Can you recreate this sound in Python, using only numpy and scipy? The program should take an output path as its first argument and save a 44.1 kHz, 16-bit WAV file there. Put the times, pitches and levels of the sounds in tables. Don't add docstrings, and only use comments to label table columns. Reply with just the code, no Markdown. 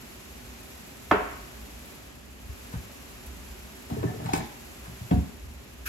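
import sys
import numpy as np
from scipy import signal
from scipy.fft import rfft, irfft, next_fast_len
from scipy.io import wavfile
from scipy.ndimage import uniform_filter1d

SR = 44100
rng = np.random.default_rng(int(sys.argv[2]) if len(sys.argv) > 2 else 0)


def materialize(psi):
    bounded = np.clip(np.atleast_2d(psi).T, -1, 1)
    quanta = np.round(bounded * 32767).astype(np.int16)
    wavfile.write(sys.argv[1], SR, quanta)


N = 259308


def amp(db):
    return 10 ** (np.asarray(db) / 20)


def evened(x):
    return x / np.sqrt(np.mean(x ** 2) + 1e-20)


def read(points, hz):
    f, value = np.transpose(points)
    return np.interp(np.log(hz + 1), np.log(f + 1), value)


def curve(rows, t, axis=1):
    rows = np.transpose(rows)
    return np.interp(t, rows[0], rows[axis])


def add(mix, s, sound):
    part = mix[round(s * SR):][:len(sound)]
    part += sound[:len(part)]


TWIN_SPREAD, TWIN_DB = 0.018, -9


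def blow(modes, db, centre, spread, ring_factor, swell_cycles, chatter_ms):
    t = np.arange(SR // 2) / SR
    hz, mode_db, t60 = np.transpose(modes)[:, :, None]
    octaves_off = np.log2(hz / 100) - centre
    height = np.exp(-.5 * (octaves_off / spread) ** 2) * amp(mode_db)
    late = rng.random(hz.shape) * chatter_ms / 1000
    since = np.maximum(t - late, 0)
    swell = 1 - np.exp(-since * hz / swell_cycles)
    envelope = height * swell * amp(-60 * since / t60 / ring_factor)
    twin_hz = hz * (1 + TWIN_SPREAD * rng.uniform(-0.82, 1, hz.shape))
    main = np.sin(2 * np.pi * hz * since)
    twin = amp(TWIN_DB) * np.sin(2 * np.pi * twin_hz * since)
    ring = envelope * (main + twin) / (1 + amp(TWIN_DB) / 2)
    return amp(db) * ring.sum(0) / np.linalg.norm(height)


def blows(hits, modes, swell_cycles, chatter_ms):
    out = np.zeros(N)
    for s, *how in hits:
        add(out, s, blow(modes, *how, swell_cycles=swell_cycles, chatter_ms=chatter_ms))
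    return out


# frequency in Hz, width in Hz, height in dB.
JAR_RESONANCES = [(950, 130, 2), (2250, 570, 1.5), (3340, 990, -0.5), (4100, 380, 3), (8400, 2100, 10)]


def clack(db, length_ms, tilt_db, rise_ms):
    count = 4096
    hz, ms = np.fft.rfftfreq(count, 1 / SR), np.arange(count) / SR * 1000
    tilt = amp(tilt_db * np.log2(np.maximum(hz, 700) / 3000))
    bass_cut = hz ** 2 / (hz ** 2 + 600 ** 2)
    resonance_db = sum(peak_db / (1 + (2 * (hz - f) / width) ** 2) for f, width, peak_db in JAR_RESONANCES)
    colour = tilt * bass_cut * amp(resonance_db)
    burst = irfft(rfft(rng.standard_normal(count)) * colour)
    band = irfft(rfft(burst) * (hz > 1500) * (hz < 8000))
    envelope = (1 - np.exp(-ms / rise_ms)) * np.exp(-ms / length_ms)
    return amp(db) * burst / band.std() * envelope


# frequency in Hz, likeness from 0 to 1.
LIKENESS = [(60, 0.97), (200, 0.74), (500, 0.078), (1400, 0.12), (2000, 0.12), (2500, 0.11), (3500, 0.04),
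            (5000, 0.13), (7000, 0.16)]
PORT_LAG_S = 7.4 / SR


def noise(field_db, size, count):
    hop = size // 4
    hz = np.fft.rfftfreq(size, 1 / SR)[:, None]
    t = np.arange(count // hop + 5) * hop / SR
    a, b, c, d = rng.standard_normal((len(t), len(hz), 4)).T
    same = np.clip(read(LIKENESS, hz), 0, 1)
    left, own = a + 1j * b, c + 1j * d
    trail = np.exp(-2j * np.pi * hz * PORT_LAG_S)
    right = same * left * trail + np.sqrt(1 - same ** 2) * own
    spectra = np.array([left, right]) * amp(field_db(hz, t))
    return signal.istft(spectra, nperseg=size, noverlap=size - hop)[1][:, :count]


# start in seconds, level in dB,
# centre of the ring in octaves over 100 Hz, spread in octaves, ring length factor.
JAR_HITS = [(1.111, -10.5, 5.5, 2.4, 0.59), (1.1132, -9, 3.54, 2.54, 1.24), (1.138, -20.5, 2.1, 0.39, 0.95),
            (1.158, -25, 3.1, 0.25, 1), (1.205, -30, 2.7, 0.44, 0.91)]
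# frequency in Hz, level in dB, nominal 60 dB decay in seconds.
COUNTER_MODES = [(200.5, 0, 0.14), (267, -3, .07), (300, 0, 0.05), (369, -5.5, 0.11), (408, -3.5, 0.12),
                 (432.7, -2.5, 0.113), (520, -9, 0.069), (596, -11, 0.13), (730, -2, 0.093),
                 (860, -12, .05), (906, -4, 0.2), (980, -0.5, 0.032), (1085, -0.5, 0.066),
                 (1090, -12, 0.026), (1353, 5.5, 0.022), (1470, -4, 0.044), (1690, -15, .04),
                 (1750, -4.5, 0.027), (2020, -9, 0.028), (2250, -11.5, 0.042), (2630, -11.5, 0.09),
                 (2860, -24, .02), (3280, -11.5, 0.023), (3650, -20, .015), (4330, -24, 0.012)]
GLASS_CRACK = -25.5, 4, -11, 1.5


def jar():
    out = blows(JAR_HITS, COUNTER_MODES, swell_cycles=0.32, chatter_ms=1.7)
    add(out, JAR_HITS[0][0], clack(*GLASS_CRACK))
    return out


# frequency in Hz, relative level in dB per Hz.
DIFFUSE_COLOUR = [(120, -7), (250, -3), (380, 1.5), (700, 3), (900, 1), (1300, -4), (1700, -1.5),
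                  (2300, -8), (2600, -7), (3000, -14), (4000, -21.5), (7000, -37)]


def diffuse():
    size, out = 384, np.zeros(N)
    response = irfft(amp(read(DIFFUSE_COLOUR, np.fft.rfftfreq(size, 1 / SR))))
    pulse = np.roll(response, size // 2) * np.hanning(size)
    add(out, JAR_HITS[0][0], amp(7.5) * pulse / np.linalg.norm(pulse))
    return out


# start in seconds,
# level in dB, centre of the ring in octaves over 100 Hz, spread in octaves, ring length factor.
KNOCK_HITS = [(2.737, -26, 0.56, 0.44, 0.83), (3.9005, -27.5, 2.86, 0.28, 0.59),
              (3.908, -29, 1.3, 0.36, 1.8), (3.934, -26, 1, 0.67, 0.74), (3.919, -24, 0.24, 0.38, 0.55),
              (3.965, -27, 2.15, 0.14, 1.04), (3.983, -24, 0.2, .4, 0.4), (4.005, -30, 0.4, 0.27, 0.73),
              (4.028, -23.5, 2.06, 0.54, 0.51), (4.036, -18.5, 1.83, 0.34, 1.03),
              (4.045, -20, 0.42, 0.46, 0.84), (4.07, -44, 4.17, 0.09, 1.9), (4.088, -30.5, 2.7, 0.32, 0.66),
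              (4.145, -32.5, 2.1, 0.23, 0.79), (4.174, -33, 0.18, 0.35, 0.4), (4.199, -31, 2.2, 0.9, 0.8),
              (4.254, -25.5, 0.23, 0.56, 0.67), (4.258, -46, 2.6, 0.73, 0.61),
              (4.289, -23.5, 2.98, .2, 0.6), (4.3342, -15, 3.08, 0.15, 0.65),
              (4.3354, -14.5, 1.64, 0.22, 0.43), (4.355, -26, 2.92, 0.7, 1), (4.38, -33, 1.5, 0.46, 0.73),
              (4.4, -34.5, 1.5, 0.34, 1.1), (4.425, -35, 1.57, 0.37, 0.65), (4.879, -37, 0.42, 0.36, 1.3),
              (5.012, -30, .08, 0.43, 0.75)]
# frequency in Hz, level in dB, nominal 60 dB decay in seconds.
WOOD_MODES = [(100.2, -3, 0.62), (119.3, 4.5, 0.17), (167, 5.5, 0.13), (225, 3.5, 0.12), (250, -9, 0.1),
              (289, 4, 0.09), (381, -1, 0.058), (428, -2, 0.12), (510, -10, 0.06), (600, -4, 0.11),
              (672, -3, 0.076), (716, -2, .08), (770, -1, 0.085), (831, 5, 0.051), (957, -5.5, 0.057),
              (1097, 2, 0.047), (1280, -4, 0.12), (1760, 4, 0.078), (2026, 4, 0.057), (2250, 3, 0.071),
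              (2640, -16, .05)]


def knocks_and_footfalls():
    return blows(KNOCK_HITS, WOOD_MODES, swell_cycles=0.27, chatter_ms=2.15)


# start in seconds, level in dB,
# centre of the ring in octaves over 100 Hz, spread in octaves, ring length factor.
SLAM_HITS = [(5.1093, -39, 4.7, .35, 1), (5.11, -23, 3, 0.4, 0.73), (5.1137, -8, 1.35, 0.45, .65),
             (5.125, -16, 0.88, 0.52, 0.81), (5.141, -19.5, 1.4, 1.1, 0.96), (5.162, -18, 1.3, 0.85, 0.96),
             (5.171, -17, 0.88, 0.43, 0.91)]
# frequency in Hz, level in dB, nominal 60 dB decay in seconds.
DOOR_MODES = [(152, -8, 0.12), (171.6, 0.5, .12), (202, 2.5, 0.046), (228.5, -3.5, 0.107),
              (265, -6.5, 0.16), (314, -5.5, 0.087), (402, -5, 0.057), (426, -4, 0.073), (506, -7, 0.067),
              (720, -7, 0.11), (760, -8, 0.066), (954, -16, 0.082), (1080, -14, 0.07), (1270, -17, 0.055),
              (2690, -14, .06), (3290, -9, 0.045)]


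def slam():
    return blows(SLAM_HITS, DOOR_MODES, swell_cycles=0.41, chatter_ms=1.38)


# time in seconds, wood rumble in dB, rustle in dB.
SCRAPE_LEVELS = [(3.9, -38.5, -57), (4.03, -39, -61), (4.08, -35.5, -70), (4.18, -45.5, -62),
                 (4.24, -33.5, -63), (4.3, -36, -47.5), (4.38, -31.5, -62), (4.44, -50, -50),
                 (4.47, -62, -62)]


def scrape():
    t = np.arange(N) / SR
    slipping = rng.random(N) < 600 / SR
    slips = amp(3 * rng.exponential(1, N)) * rng.choice([-1, 1], N) * slipping
    ring = blow(WOOD_MODES, 0, 1.45, 1.47, 0.58, swell_cycles=0.25, chatter_ms=1.29)[:8000]
    rubbed = evened(signal.oaconvolve(slips, ring)[:N])
    rustle_band = signal.butter(2, [1400, 5000], "band", fs=SR, output="sos")
    rustle = evened(signal.sosfilt(rustle_band, slips + rng.standard_normal(N) * 0.56))
    moving = (t > SCRAPE_LEVELS[0][0]) * (t < SCRAPE_LEVELS[-1][0])
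    wood_gain, rustle_gain = amp(curve(SCRAPE_LEVELS, t)), amp(curve(SCRAPE_LEVELS, t, axis=2))
    return moving * (rubbed * wood_gain + rustle * rustle_gain)


# start in seconds, level in dB.
CATCH_SNAPS = [(4.3335, -27.5)]
# frequency in Hz, level in dB, 60 dB decay in seconds.
CATCH_MODES = [(2300, 0, 0.052), (3220, -6, 0.031), (4130, -11, 0.055), (5050, -2, 0.038), (6530, 3, .04)]


def catch():
    hits = [(s, db, 6.1, 3, 1.0) for s, db in CATCH_SNAPS]
    return blows(hits, CATCH_MODES, swell_cycles=.3, chatter_ms=1.54)


# start in seconds, level in dB,
# decay constant in ms, tilt in dB per octave, rise constant in ms.
CLACK_HITS = [(.87, -58, 25, 4, 1.5), (1.855, -58, 19, 7, 1.5), (2.722, -39, 17, -9, 20),
              (3.26, -53, 10, 7, 1.5), (3.901, -46, 4.8, -4, .8), (4.029, -39, 5.2, -13, .8),
              (4.258, -38.5, 7.4, -8, 1.3), (4.333, -25.5, 5.5, -6.5, 1.3), (4.349, -32, 5.1, -4.5, 1.5),
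              (4.36, -40, 6.6, 2, 1.5), (4.374, -37, 7.8, -2, 1.5), (4.856, -44.5, 7.3, -6, 1.5),
              (5.109, -40.5, 12.7, -11, 1.5)]


def clacks():
    out = np.zeros(N)
    for s, *how in CLACK_HITS:
        add(out, s, clack(*how))
    return out


# start in seconds, level in dB.
DEEP_THUMPS = [(1.122, -21.5), (2.453, -31), (2.491, -23), (2.761, -21), (5.134, -9), (5.177, -10.5),
               (5.445, -27.5)]
# frequency in Hz, level in dB, nominal 60 dB decay in seconds.
THUMP_MODES = [(71, 12, .16), (92.6, 2.5, 0.15)]


def thumps():
    hits = [(s, db, 0, 0.5, 0.89) for s, db in DEEP_THUMPS]
    return blows(hits, THUMP_MODES, swell_cycles=0.81, chatter_ms=0)


# time in seconds, level in dB.
SHAKE_LEVELS = [(5.856, -40), (5.863, -32), (5.89, -31.5)]
# frequency in Hz, relative level in dB per Hz.
GRAIN_COLOUR = [(600, -43), (1200, -10), (1620, 9.5), (1950, -24), (2330, 1.5), (3200, -12.5),
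                (5000, -11.5), (16000, -9.5)]


def shake():
    t = np.arange(N) / SR
    grains = evened(noise(lambda hz, s: read(GRAIN_COLOUR, hz) + 0 * s, size=256, count=N))
    return grains * amp(curve(SHAKE_LEVELS, t)) * (t > SHAKE_LEVELS[0][0])


# start in seconds, end in seconds, loss in dB (negative).
HISS_DIPS = [(1.936, 2.615, -3.5), (3.29, 3.997, -0.3), (5.13, 6.2, -3)]


def dip(t, sooner_s=0):
    edge_s = 0.27
    return sum(db * np.clip(np.minimum(t - start, end - sooner_s - t) / edge_s, 0, 1)
               for start, end, db in HISS_DIPS)


# frequency in Hz, relative level in dB per Hz.
HISS_COLOUR = [(300, -0.5), (700, -0.5), (1500, -2), (2000, -3), (2600, -1), (3200, -5), (5000, -7.5),
               (8000, -6.5), (10000, -9), (12500, -9), (16000, -17.5)]
TREBLE_LOSS, TREBLE_SOONER_S = 0.46, 0.065


def hiss():
    flicker_db = 1.2 * evened(uniform_filter1d(rng.standard_normal(N // 128 + 5), size=5))

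    def field(hz, s):
        treble = np.clip(np.log2(hz / 3000 + 0.0012) / 2, 0, 1)
        extra_db = TREBLE_LOSS * dip(s, TREBLE_SOONER_S)
        return read(HISS_COLOUR, hz) + dip(s) + treble * (extra_db + flicker_db)

    return amp(-62.5) * noise(field, size=512, count=N)


# time in seconds, level in dB.
HUM_LEVELS = [(0.0, -56), (0.45, -48), (0.95, -54.5), (1.2, -46.5), (1.74, -45), (2.0, -49.5),
              (2.52, -46.5), (3.01, -54), (3.36, -41), (3.9, -52), (4.21, -60), (4.4, -54), (5.3, -49.5),
              (5.5, -37.5), (5.62, -55), (5.88, -40.5)]
HUM_HZ, HUM_WIDTH_HZ = 59.26, 2


def hum():
    def line(hz, s):
        return -20 * np.log10(1 + ((hz - HUM_HZ) / HUM_WIDTH_HZ) ** 2) + 0 * s

    t = np.arange(N) / SR
    return amp(curve(HUM_LEVELS, t)) * evened(noise(line, size=4096, count=N))


# frequency in Hz, relative level in dB per Hz.
RUMBLE_COLOUR = [(15, -51), (25, -38), (36, -24.5), (59, 0), (86, -20), (107, -8.5), (182, -14.5),
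                 (232, -5.5), (344, -18.5), (381, -8), (484, -27), (537, -17), (1500, -40), (1950, -26.5),
                 (3300, -120)]


def rumble():
    def field(hz, s):
        return read(RUMBLE_COLOUR, hz) + np.clip(hz / 900, 0, 1) * dip(s)

    lean = amp([[-.6], [.6]])
    return amp(-49.5) * evened(noise(field, size=2048, count=N)) * lean


# frequency in Hz, nominal 60 dB decay in seconds.
ROOM_DECAY = [(60, 0.14), (200, 0.75), (700, 0.77), (2000, 0.96), (3000, 0.94), (4000, 0.63), (10000, 0.18)]


def room(x, reach, early_db):
    t = np.arange(SR // 2) / SR
    tail = noise(lambda hz, s: -60 * s / read(ROOM_DECAY, hz) / reach, size=256, count=SR // 2)
    early = 1 + amp(early_db) * np.exp(-t / 0.029)
    tail = tail * (1 - np.exp(-t / 0.00086)) * early
    return signal.fftconvolve(x[None], tail / np.linalg.norm(tail[0]), axes=1)[:, :N]


def ports(x, lag, lean_db):
    return np.array([x * amp(lean_db), np.roll(x, lag) / amp(lean_db)])


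def scene():
    jar_dry, small_dry = jar(), catch() + clacks()
    side_dry = scrape() + knocks_and_footfalls() + slam()
    direct = ports(jar_dry, -1, -1.2) + ports(side_dry, 25, 0.41)
    direct = direct + ports(small_dry, 17, 1.5) + ports(thumps(), 60, .4)
    jar_room = room(amp(-9) * jar_dry + diffuse(), reach=0.86, early_db=1.0)
    side_room = room(amp(-7) * side_dry + amp(-2.0) * small_dry, reach=0.74, early_db=-1.0)
    return direct + jar_room + side_room + shake() + hiss() + hum() + rumble()


# frequency in Hz, share from 0 to 1.
SHARED_TREBLE = [(6500, 0.03), (8500, 1), (16000, 1)]


def record(dry):
    size = next_fast_len(N + 4096)
    hz = np.fft.rfftfreq(size, 1 / SR)
    left, right = rfft(dry, size)
    trail = np.exp(-2j * np.pi * hz * PORT_LAG_S)
    shared = np.clip(read(SHARED_TREBLE, hz), 0, 1)
    right = np.sqrt(1 - shared ** 2) * right + shared * trail * left
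    heard = irfft(np.array([left, right]), size)[:, :N]
    heard = signal.sosfilt(signal.butter(2, 48, "high", fs=SR, output="sos"), heard)
    top_cut = signal.firwin(511, 15850, window=("kaiser", 9), fs=SR)
    return signal.oaconvolve(heard, top_cut[None], "same")


dry = scene()
out = record(dry)
materialize(out)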